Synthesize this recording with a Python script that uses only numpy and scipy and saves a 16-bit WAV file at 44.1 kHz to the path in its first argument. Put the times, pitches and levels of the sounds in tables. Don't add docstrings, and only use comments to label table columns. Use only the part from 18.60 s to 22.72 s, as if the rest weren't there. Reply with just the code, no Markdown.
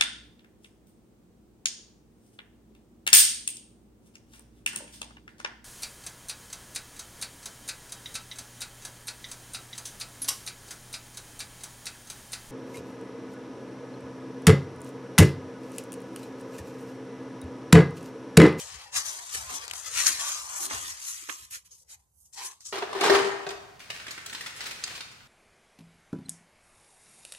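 import sys
import numpy as np
from scipy import signal
from scipy.fft import rfft, irfft
from scipy.io import wavfile
from scipy.ndimage import uniform_filter1d, map_coordinates

SR = 44100
rng = np.random.default_rng(int(sys.argv[2]) if len(sys.argv) > 2 else 0)


def int16_out(signal):
    q = np.round(np.clip(np.atleast_2d(signal).T, -1, 1) * 32767)
    wavfile.write(sys.argv[1], SR, q.astype(np.int16))


N = 181912
T = np.arange(N) / SR
CONTROL_T = T[::64]

# sheet level/dB, top treble level/dB, hollow level/dB
STROKES = [ (0.0, .03, 0.0021, 0.2, -39.5, -9.5, -6, -10),
           (0.151, 0.37, 0.0049, 0.17, -48, -1.5, -11, -4.5), (.2, .06, 0.041, 0.16, -56.5, 4.5, -4, 3.7),
           (.331, 0.014, 0.038, 0.081, -41.5, -5, -13, -6.5),
           (0.366, 0.034, 0.011, 0.087, -25.5, -11, -7.5, -10.5),
           (0.46, 0.041, 0.047, 0.27, -38, -8, -4.5, -10), (0.586, 0.23, 0.15, 0.2, -48, -7, -6, -6),
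           (0.748, 0.06, 0, 0.22, -33.5, -6, -4.5, -11), (0.904, 0.084, 0, 0.27, -42, -2, -6, -1.5),
           (0.956, 0.11, 0.0094, 0.047, -36.5, -14, -6.5, -9), (1.036, .15, 0.016, 0.036, -48, -0.5, -4, 0),
           (1.075, 0.062, 0.08, 0.018, -60.5, 5, -16, 8.5),
           (1.153, 0.047, 0.049, 0.16, -43.5, -11.5, -5, -9),
           (1.267, 0.086, 0.0078, 0.098, -38.5, -6.5, -5.5, -13),
           (1.395, 0.12, 0.0033, 0.23, -27.5, -5.5, -6, -12.5),
           (1.472, 0.074, 0.013, 0.13, -23.5, -8.5, -6, -14.5),
           (1.612, 0.1, 0.099, 0.39, -32, -10, -10, -8.5), (1.972, 0.21, 0, 0.065, -37.5, -11.5, -11, -5),
           (2.035, 0.16, 0.027, 0.049, -35, -11, -2.5, -5), (2.11, 0.036, 0.025, 0.18, -39, -2, -12, 0.5),
           (2.15, .11, 0.13, 0.12, -41.5, -7, -4, -32), (2.297, 0.049, 0.0051, 0.092, -35.5, -12, -11, -15),
           (2.36, 0.17, 0.13, 0.26, -48.5, -5, -18, -9.5), (2.488, 0.16, 0, 0.36, -37, -12, -4.5, -20),
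           (2.63, 0.33, 0.094, .05, -55.5, 1, -13, -20), (2.702, 0.042, 0.025, 0.14, -42, -5.5, -6, -7),
           (2.79, 0.12, 0.065, 0.02, -52.5, -8, -3, -27), (2.908, 0.0078, 0.048, 0.046, -48.5, -8, 1, -19),
           (2.926, 0.019, .04, 0.051, -43, -8, -4.5, -23),
           (3.051, .007, 0.014, 0.068, -59.5, -8.5, -4, -26),
           (3.112, 0.0074, 0.0038, 0.13, -53, -20.5, -10, -21.5),
           (3.138, 0.066, 0.092, 0.021, -61, -33, -4, -24),
           (3.304, 0.033, .042, 0.032, -49.5, -9.5, -5.5, -19), (3.399, 0.12, 0, 0.12, -71, -7, -1.5, -5),
           (3.562, 0.059, 0.16, 0.046, -80.5, -31, 8, -12.5),
           (3.616, 0.11, 0.017, 0.062, -67.5, -43, 5, -38),
           (3.658, .025, 0.0028, 0.065, -58, -35.5, -6, -28),
           (3.735, .011, 0.044, 0.13, -48.5, -19, -10, -22), (3.785, 0.039, 0.052, 0.047, -44.5, -3, -8, 0),
           (3.859, 0.048, 0, 0.08, -35, -13, -6, -13.5), (3.91, 0.061, 0.025, 0.05, -57, -6, -12, 1),
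           (4.02, 0.038, 0.048, 0.019, -57, -19, -9, -35), (4.056, .016, 0.034, 0.17, -42.5, -25, -16, -27)]
# f/Hz, relative level/dB per Hz
HISS_COLOUR = [(3060, -38), (5200, -7), (6250, 1), (7360, -2.5), (8010, -4), (9040, -7.5), (10000, -11),
               (13000, -38.5), (22000, -120)]
SHEET_COLOUR = [(740, -48.5), (1250, -8), (1530, -6.5), (1960, 1), (2150, -6), (2490, -0.5), (3300, -13.5),
                (4290, -38.5), (7260, -120)]
TOP_COLOUR = [(5000, -42.5), (8500, 1.5), (9220, 3), (12300, -4), (14300, -15), (14800, -26.5)]
SCUFF_COLOUR = [(1820, -42), (3100, -2), (3420, -4.5), (3880, -1.5), (4630, -1.5), (5600, -4.5),
                (7280, -32.5), (12300, -120)]
# t/s, level/dB
SCUFF_LEVEL = [(0, 0), (.34, 1), (.45, -1), (.85, -2.5), (1.15, 2.5), (1.22, -3), (1.45, -1), (1.6, 0),
               (1.95, -5.5), (2.15, 1), (2.4, -2.5), (2.7, -1.5), (3.05, -2), (3.15, 2), (3.35, -3.5),
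               (3.75, 2), (3.87, -0.5), (4.12, 2)]
# f/Hz, share of power
HEARD_ALIKE = [(60, 0.83), (300, 0.23), (1000, 0.58), (3000, 0.51), (7000, 0.21), (14000, 0.15)]
# t/s, delay of the left port/ms, left-right level/dB
HAND = [(0, 0.041, 5), (.3, 0.11, 5), (.6, 0.25, 2), (1.0, 0.25, 3.5), (1.2, 0.045, 5.5), (1.5, 0.064, 3.5),
        (1.7, 0.1, 2), (1.9, 0.25, 1), (2.098, 0.29, 1.8), (2.32, 0.3, 1), (2.451, 0.27, 1),
        (2.95, 0.32, -1), (3.1, 0.28, -2.5), (3.35, .29, 1), (3.58, 0.16, -9), (3.7, 0.03, 0.5),
        (4.12, 0.14, 2)]
SHEET_FOLLOWS, SCUFF_FOLLOWS, TOP_FOLLOWS, HOLLOW_FOLLOWS = 0.92, 0.9, 1, 0.65
SCUFF_WITH_SHEET = 0.54


def sliding(patchy_db=1.3, flicker_db=1.2, side_db=1.5):
    frames = dict(nperseg=256, noverlap=192)
    hz, t, (common, own_left, own_right) = signal.stft(ringing(slips(), 4.35), SR, **frames)
    *shape, hiss_db, sheet_db, top_db, _ = columns(STROKES)
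    scuff_db = np.interp(t, *np.transpose(SCUFF_LEVEL)) + SCUFF_WITH_SHEET * sheet_db
    layers = [(HISS_COLOUR, 0, 1), (SHEET_COLOUR, sheet_db, SHEET_FOLLOWS),
              (TOP_COLOUR, top_db, TOP_FOLLOWS), (SCUFF_COLOUR, scuff_db, SCUFF_FOLLOWS)]
    power = 0
    for colour, over_hiss_db, follows in layers:
        spectrum = evened(gain_of(read(colour, hz)))
        level = summed(hiss_db + over_hiss_db + swells(t, *shape, follows))
        power = power + np.outer(spectrum, level) ** 2
    patches = patchy_db * drifting(power.shape, 2, 23)
    flicker = flicker_db * drifting((1, len(t)), 1, 3.2)
    alike = np.clip(read(HEARD_ALIKE, hz), 0, 1)[:, None]
    left = np.sqrt(alike) * common + np.sqrt(1 - alike) * own_left
    right = np.sqrt(alike) * common + np.sqrt(1 - alike) * own_right
    s, _, pan_db = np.transpose(HAND)
    lean_db = np.interp(t, s, pan_db) + side_db * drifting(power.shape, 6.5, 40)
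    ports = np.array([left * gain_of(lean_db / 2), right / gain_of(lean_db / 2)])
    ports = ports * np.sqrt(power) * gain_of(patches + flicker)
    return signal.istft(ports, SR, **frames)[1][:, :N]


def slips(per_s=1500, spread_db=-1.5, share=0.21):
    happens = rng.random(N) < per_s / SR
    sizes = gain_of(spread_db * np.minimum(rng.exponential(1, N), 3.2)) * happens
    grains = signal.lfilter([1], [1, -.85], sizes)
    force = 1 - share + share * evened(grains)
    return force * rng.standard_normal((3, N))


# t/s, pitch f/Hz,
# width f/Hz (sets the blend of the open and the shut resonance)
POCKET = [(0, 940, 724), (.15, 1100, 766), (.3, 870, 696), (.37, 1215, 757), (.57, 960, 690),
          (.74, 1150, 756), (.82, 970, 770), (1.2, 1110, 775), (1.29, 1260, 735), (1.55, 1120, 685),
          (2.35, 1107, 724), (2.66, 1215, 574), (2.8, 1133, 523), (3.15, 1116, 430), (3.28, 706, 420),
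          (3.42, 906, 401), (3.75, 926, 376), (4.02, 1020, 380), (4.06, 1220, 380)]


def hollow(open_hz=800, shut_hz=330):
    *shape, hiss_db, _, _, hollow_db = columns(STROKES)
    level = summed(hiss_db + hollow_db + swells(CONTROL_T, *shape, HOLLOW_FOLLOWS))
    s, pitch_hz, width_hz = np.transpose(POCKET)
    air = ringing(pair(0.34), 4.5)
    pitch = np.interp(T, s, pitch_hz)
    shut = np.clip((open_hz - np.interp(T, s, width_hz)) / (open_hz - shut_hz), 0, 1)
    narrow = np.sqrt(shut) * resonate(air, pitch, shut_hz)
    wide = (1 - np.sqrt(shut)) * resonate(air, pitch, open_hz)
    return (narrow + wide) * np.interp(T, CONTROL_T, level)


# peak t/s, rise t/s, hold t/s, fall t/s, level/dB, pitch f/Hz
WOBBLES = [(.034, 0.13, 0.032, 0.081, -60.5, 552), (.17, 0.25, 0.0031, 0.058, -65, 436),
           (.352, 0.049, 0.031, .075, -77, 478), (.758, 0.015, 0, 0.0077, -41, 440),
           (.9, .03, 0, 0.025, -62, 514), (.926, 0.024, 0.021, .11, -53.5, 305),
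           (1.0, 0.037, 0.092, .14, -63, 508), (1.28, 0.079, 0.19, 0.046, -60, 550),
           (1.494, 0.021, 0.0053, 0.095, -51, 300), (1.882, .03, 0, .12, -78, 503),
           (2.01, 0.017, 0.086, .05, -51.5, 315), (2.04, .02, 0, .03, -56.5, 520),
           (2.116, .012, 0.01, .05, -45.5, 285), (2.15, 0.035, 0.01, 0.056, -53, 380),
           (2.19, .11, 0.097, .055, -63.5, 320), (2.628, .021, 0.0085, 0.011, -61, 312),
           (2.69, 0.0095, 0.012, 0.091, -52, 340), (2.79, 0.076, 0.054, .055, -78, 310),
           (2.986, 0.11, 0, .025, -74.5, 486), (3.112, .013, 0.031, 0.044, -76, 479),
           (3.216, .025, 0.063, .03, -80, 500), (3.8, 0.055, 0.047, .11, -58.5, 403)]


def bending(width_hz=160):
    *shape, db, hz = columns(WOBBLES)
    power = gain_of(db + swells(CONTROL_T, *shape)) ** 2
    total = power.sum(0)
    pitch = np.interp(T, CONTROL_T, (power * hz).sum(0) / total)
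    wobble = resonate(ringing(pair(0.17), 3.9), pitch, width_hz)
    return wobble * np.interp(T, CONTROL_T, np.sqrt(total))


# onset t/s, level/dB, ring over the bright part level/dB, ring f/Hz,
# rise t/ms, 60 dB decay t/ms, left-right level/dB
SNAPS = [(1.0408, -44, -5, 1780, 0.079, 7.4, 16), (1.0797, -29, -23, 2410, 0.05, 6.6, 7.5),
         (1.0985, -44.5, -5, 2570, 0.082, 9.6, 26), (1.1112, -27, -6, 2770, 0.12, 10.5, 5),
         (1.1352, -29, -20, 1470, 0.11, 13, 3), (1.4638, -23, 6.5, 7300, 5.7, 7, 8),
         (2.1105, -42, 15, 1730, 0.79, 5.7, -1), (2.6897, -50.5, 14, 1229, 0.15, 9.1, -19),
         (2.6945, -46, 15.5, 2600, 0.84, 23, -1), (2.6955, -56, 8.5, 1480, 1.5, 23, -29),
         (3.181, -68, -14, 2500, 1.2, 20, 0), (3.2195, -72, -27, 2530, 1.3, 12, 3.5),
         (3.3445, -65, -12, 2200, .3, 18, -2), (4.0062, -49.5, 4, 6700, 0.074, 15, -3),
         (4.009, -68.5, 1, 6300, 2.7, 73, -23)]
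# f/Hz, relative level/dB per Hz
CRACK_COLOUR = [(410, -35.5), (700, -6), (5130, -2), (5970, -6.5), (6950, -4.5), (7990, -8), (10000, -4.5),
                (13600, -17.5), (14500, -24.5)]


def snaps(tail_db=-24, tail_ms=70, echo_db=-7, echo_ms=2.3, tick_db=13, breadth=0.87):
    size = 8192
    out, t = np.zeros((2, N + size)), np.arange(size) / SR * 1000
    for s, db, ring_db, hz, rise_ms, t60_ms, pan_db in SNAPS:
        rise = np.sin(np.pi / 2 * np.clip(t / max(rise_ms, .05), 0, 1)) ** 2
        after = np.maximum(t - rise_ms, 0)
        direct = rise * gain_of(-60 * after / max(t60_ms, 1))
        echo = gain_of(echo_db) * np.interp(t - echo_ms, t, direct)
        tail = rise * gain_of(tail_db - 60 * after / tail_ms)
        shape = direct + echo + tail
        tick = gain_of(tick_db - 10 * rise_ms) * (np.arange(size) == 8)
        burst = pair(0.42, size) + tick
        bright = coloured(burst, CRACK_COLOUR)
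        sound = (bright + gain_of(ring_db) * resonate(burst, hz, breadth * hz)) * shape
        sound = sound * np.sqrt(2) * np.linalg.norm(shape) / np.linalg.norm(bright * shape)
        at = round(s * SR)
        out[:, at:at + size] += sound * gain_of(db + np.array([[pan_db], [-pan_db]]) / 2)
    return out[:, :N]


# peak t/s, hold t/s, fall t/s, rumble level/dB
JOLTS = [(.04, 0.01, 0.092, -57.5), (0.144, .03, 0.085, -54.5), (.26, 0.0056, .065, -63),
         (0.371, 0.0082, .045, -52), (.45, 0.033, .15, -63), (0.758, 0.069, 0.42, -53),
         (1.11, 0.03, .19, -60), (1.287, 0.31, 0.069, -61), (1.79, 0, .4, -66), (2.15, 0.022, .21, -52),
         (2.31, 0.0096, 0.14, -61), (2.84, 0, .06, -56.5), (2.92, 0, 0.0083, -62), (2.97, 0, 0.039, -65),
         (3.081, 0.013, .06, -70), (4.08, 0.012, 0.039, -65)]
# f/Hz, relative level/dB per Hz
RUMBLE_COLOUR = [(15, -64.5), (36, -21.5), (55, 5), (78, 4.5), (100, -1.5), (190, -13), (260, -40),
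                 (480, -120)]
JOLT_RISE_S, GRIP_DB, TREMOR_DB = 0.057, -73.5, 1


def holding():
    peak, hold, fall, db = columns(JOLTS)
    grip = gain_of(GRIP_DB + TREMOR_DB * drifting((1, len(CONTROL_T)), 1, 25)[0])
    jolts = summed(db + swells(CONTROL_T, peak, JOLT_RISE_S, hold, fall))
    level = np.hypot(jolts, grip)
    return coloured(pair(0.97), RUMBLE_COLOUR) * np.interp(T, CONTROL_T, level)


# f/Hz, relative level/dB per Hz
ROOM_COLOUR = [(59, -27.5), (100, -9), (241, -17), (977, -21.5), (3720, -50.5), (6410, -21), (9740, -21.5),
               (12800, -30.5), (13900, -27.5), (14800, -43)]
ROOM_DB = -77.5


def quiet_room():
    return gain_of(ROOM_DB) * coloured(pair(0.17), ROOM_COLOUR)


def gain_of(db):
    return 10 ** (np.asarray(db) / 20)


def evened(x):
    return x / np.sqrt(np.mean(abs(x) ** 2) + 1e-20)


def columns(table):
    return np.transpose(table)[:, :, None]


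def read(points, hz):
    f, value = np.transpose(points)
    return np.interp(np.log(hz + 1), np.log(f + 1), value)


def coloured(x, spectrum):
    shape = gain_of(read(spectrum, np.fft.rfftfreq(x.shape[-1], 1 / SR)))
    return irfft(rfft(x) * evened(shape), x.shape[-1])


def pair(alike, size=N):
    a, b = rng.standard_normal((2, size))
    alike = np.clip(alike, 0, 1)
    return np.array([a, alike * a + np.sqrt(1 - alike ** 2) * b])


def drifting(shape, across, along):
    field = rng.standard_normal(shape)
    for _ in range(2):
        field = uniform_filter1d(field, max(int(across), 1), -2)
        field = uniform_filter1d(field, max(int(along), 1), -1)
    return evened(field)


def resonate(x, hz, width_hz):
    turn = np.exp(2j * np.pi * np.cumsum(hz * np.ones(x.shape[-1])) / SR)
    smooth = signal.butter(3, width_hz / 2, fs=SR, output="sos")
    return evened((turn * signal.sosfilt(smooth, x / turn)).real)


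def ringing(x, depth_db):
    z = signal.stft(x, nperseg=1024, noverlap=768)[2]
    z = z * gain_of(depth_db * drifting(z.shape[-2:], 1.6, 8.3))
    return evened(signal.istft(z, nperseg=1024, noverlap=768)[1][:, :N])


SWELL_DB, ROUND_RISE, ROUND_FALL = 25.5, 1.15, 0.83


def swells(t, peak, rise, hold, fall, follows=1):
    peak, rise, hold, fall = [np.reshape(v, (-1, 1)) for v in (peak, rise, hold, fall)]
    late = t - peak
    before = np.clip(-late / rise, 0, 9)
    after = np.clip((late - hold) / fall, 0, 9)
    return -SWELL_DB * (before ** ROUND_RISE + follows * after ** ROUND_FALL)


def summed(db):
    return np.sqrt((gain_of(db) ** 2).sum(0))


def delayed(x):
    s, delay_ms, _ = np.transpose(HAND)
    late = np.arange(N) - np.interp(T, s, delay_ms) * SR / 1000
    return np.array([map_coordinates(x[0], [late], order=3), x[1]])


def scene():
    close = sliding() + hollow() + bending() + snaps() + holding()
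    return delayed(close) + quiet_room()


# f/Hz, left-right level/dB
PORTS = [(60, 1), (110, 0), (200, -6.5), (370, 2), (690, 3), (1260, -2.5), (2320, -4), (4270, 0.5),
         (7860, 5), (14400, -16.5)]
EDGE_HZ = 14450


def record(dry):
    half = gain_of(read(PORTS, np.fft.rfftfreq(N, 1 / SR)) / 2)
    ported = irfft(rfft(dry) * np.array([half, 1 / half]), N)
    thin = signal.sosfilt(signal.butter(3, 38, "high", fs=SR, output="sos"), ported)
    over = .5 + .32 * np.tanh((abs(thin) - .5) / .32)
    bent = np.where(abs(thin) < .5, thin, np.sign(thin) * over)
    band = signal.firwin(255, EDGE_HZ, window=("kaiser", 9), fs=SR)
    return signal.oaconvolve(bent, band[None], "same")


dry = scene()
out = record(dry)
int16_out(out)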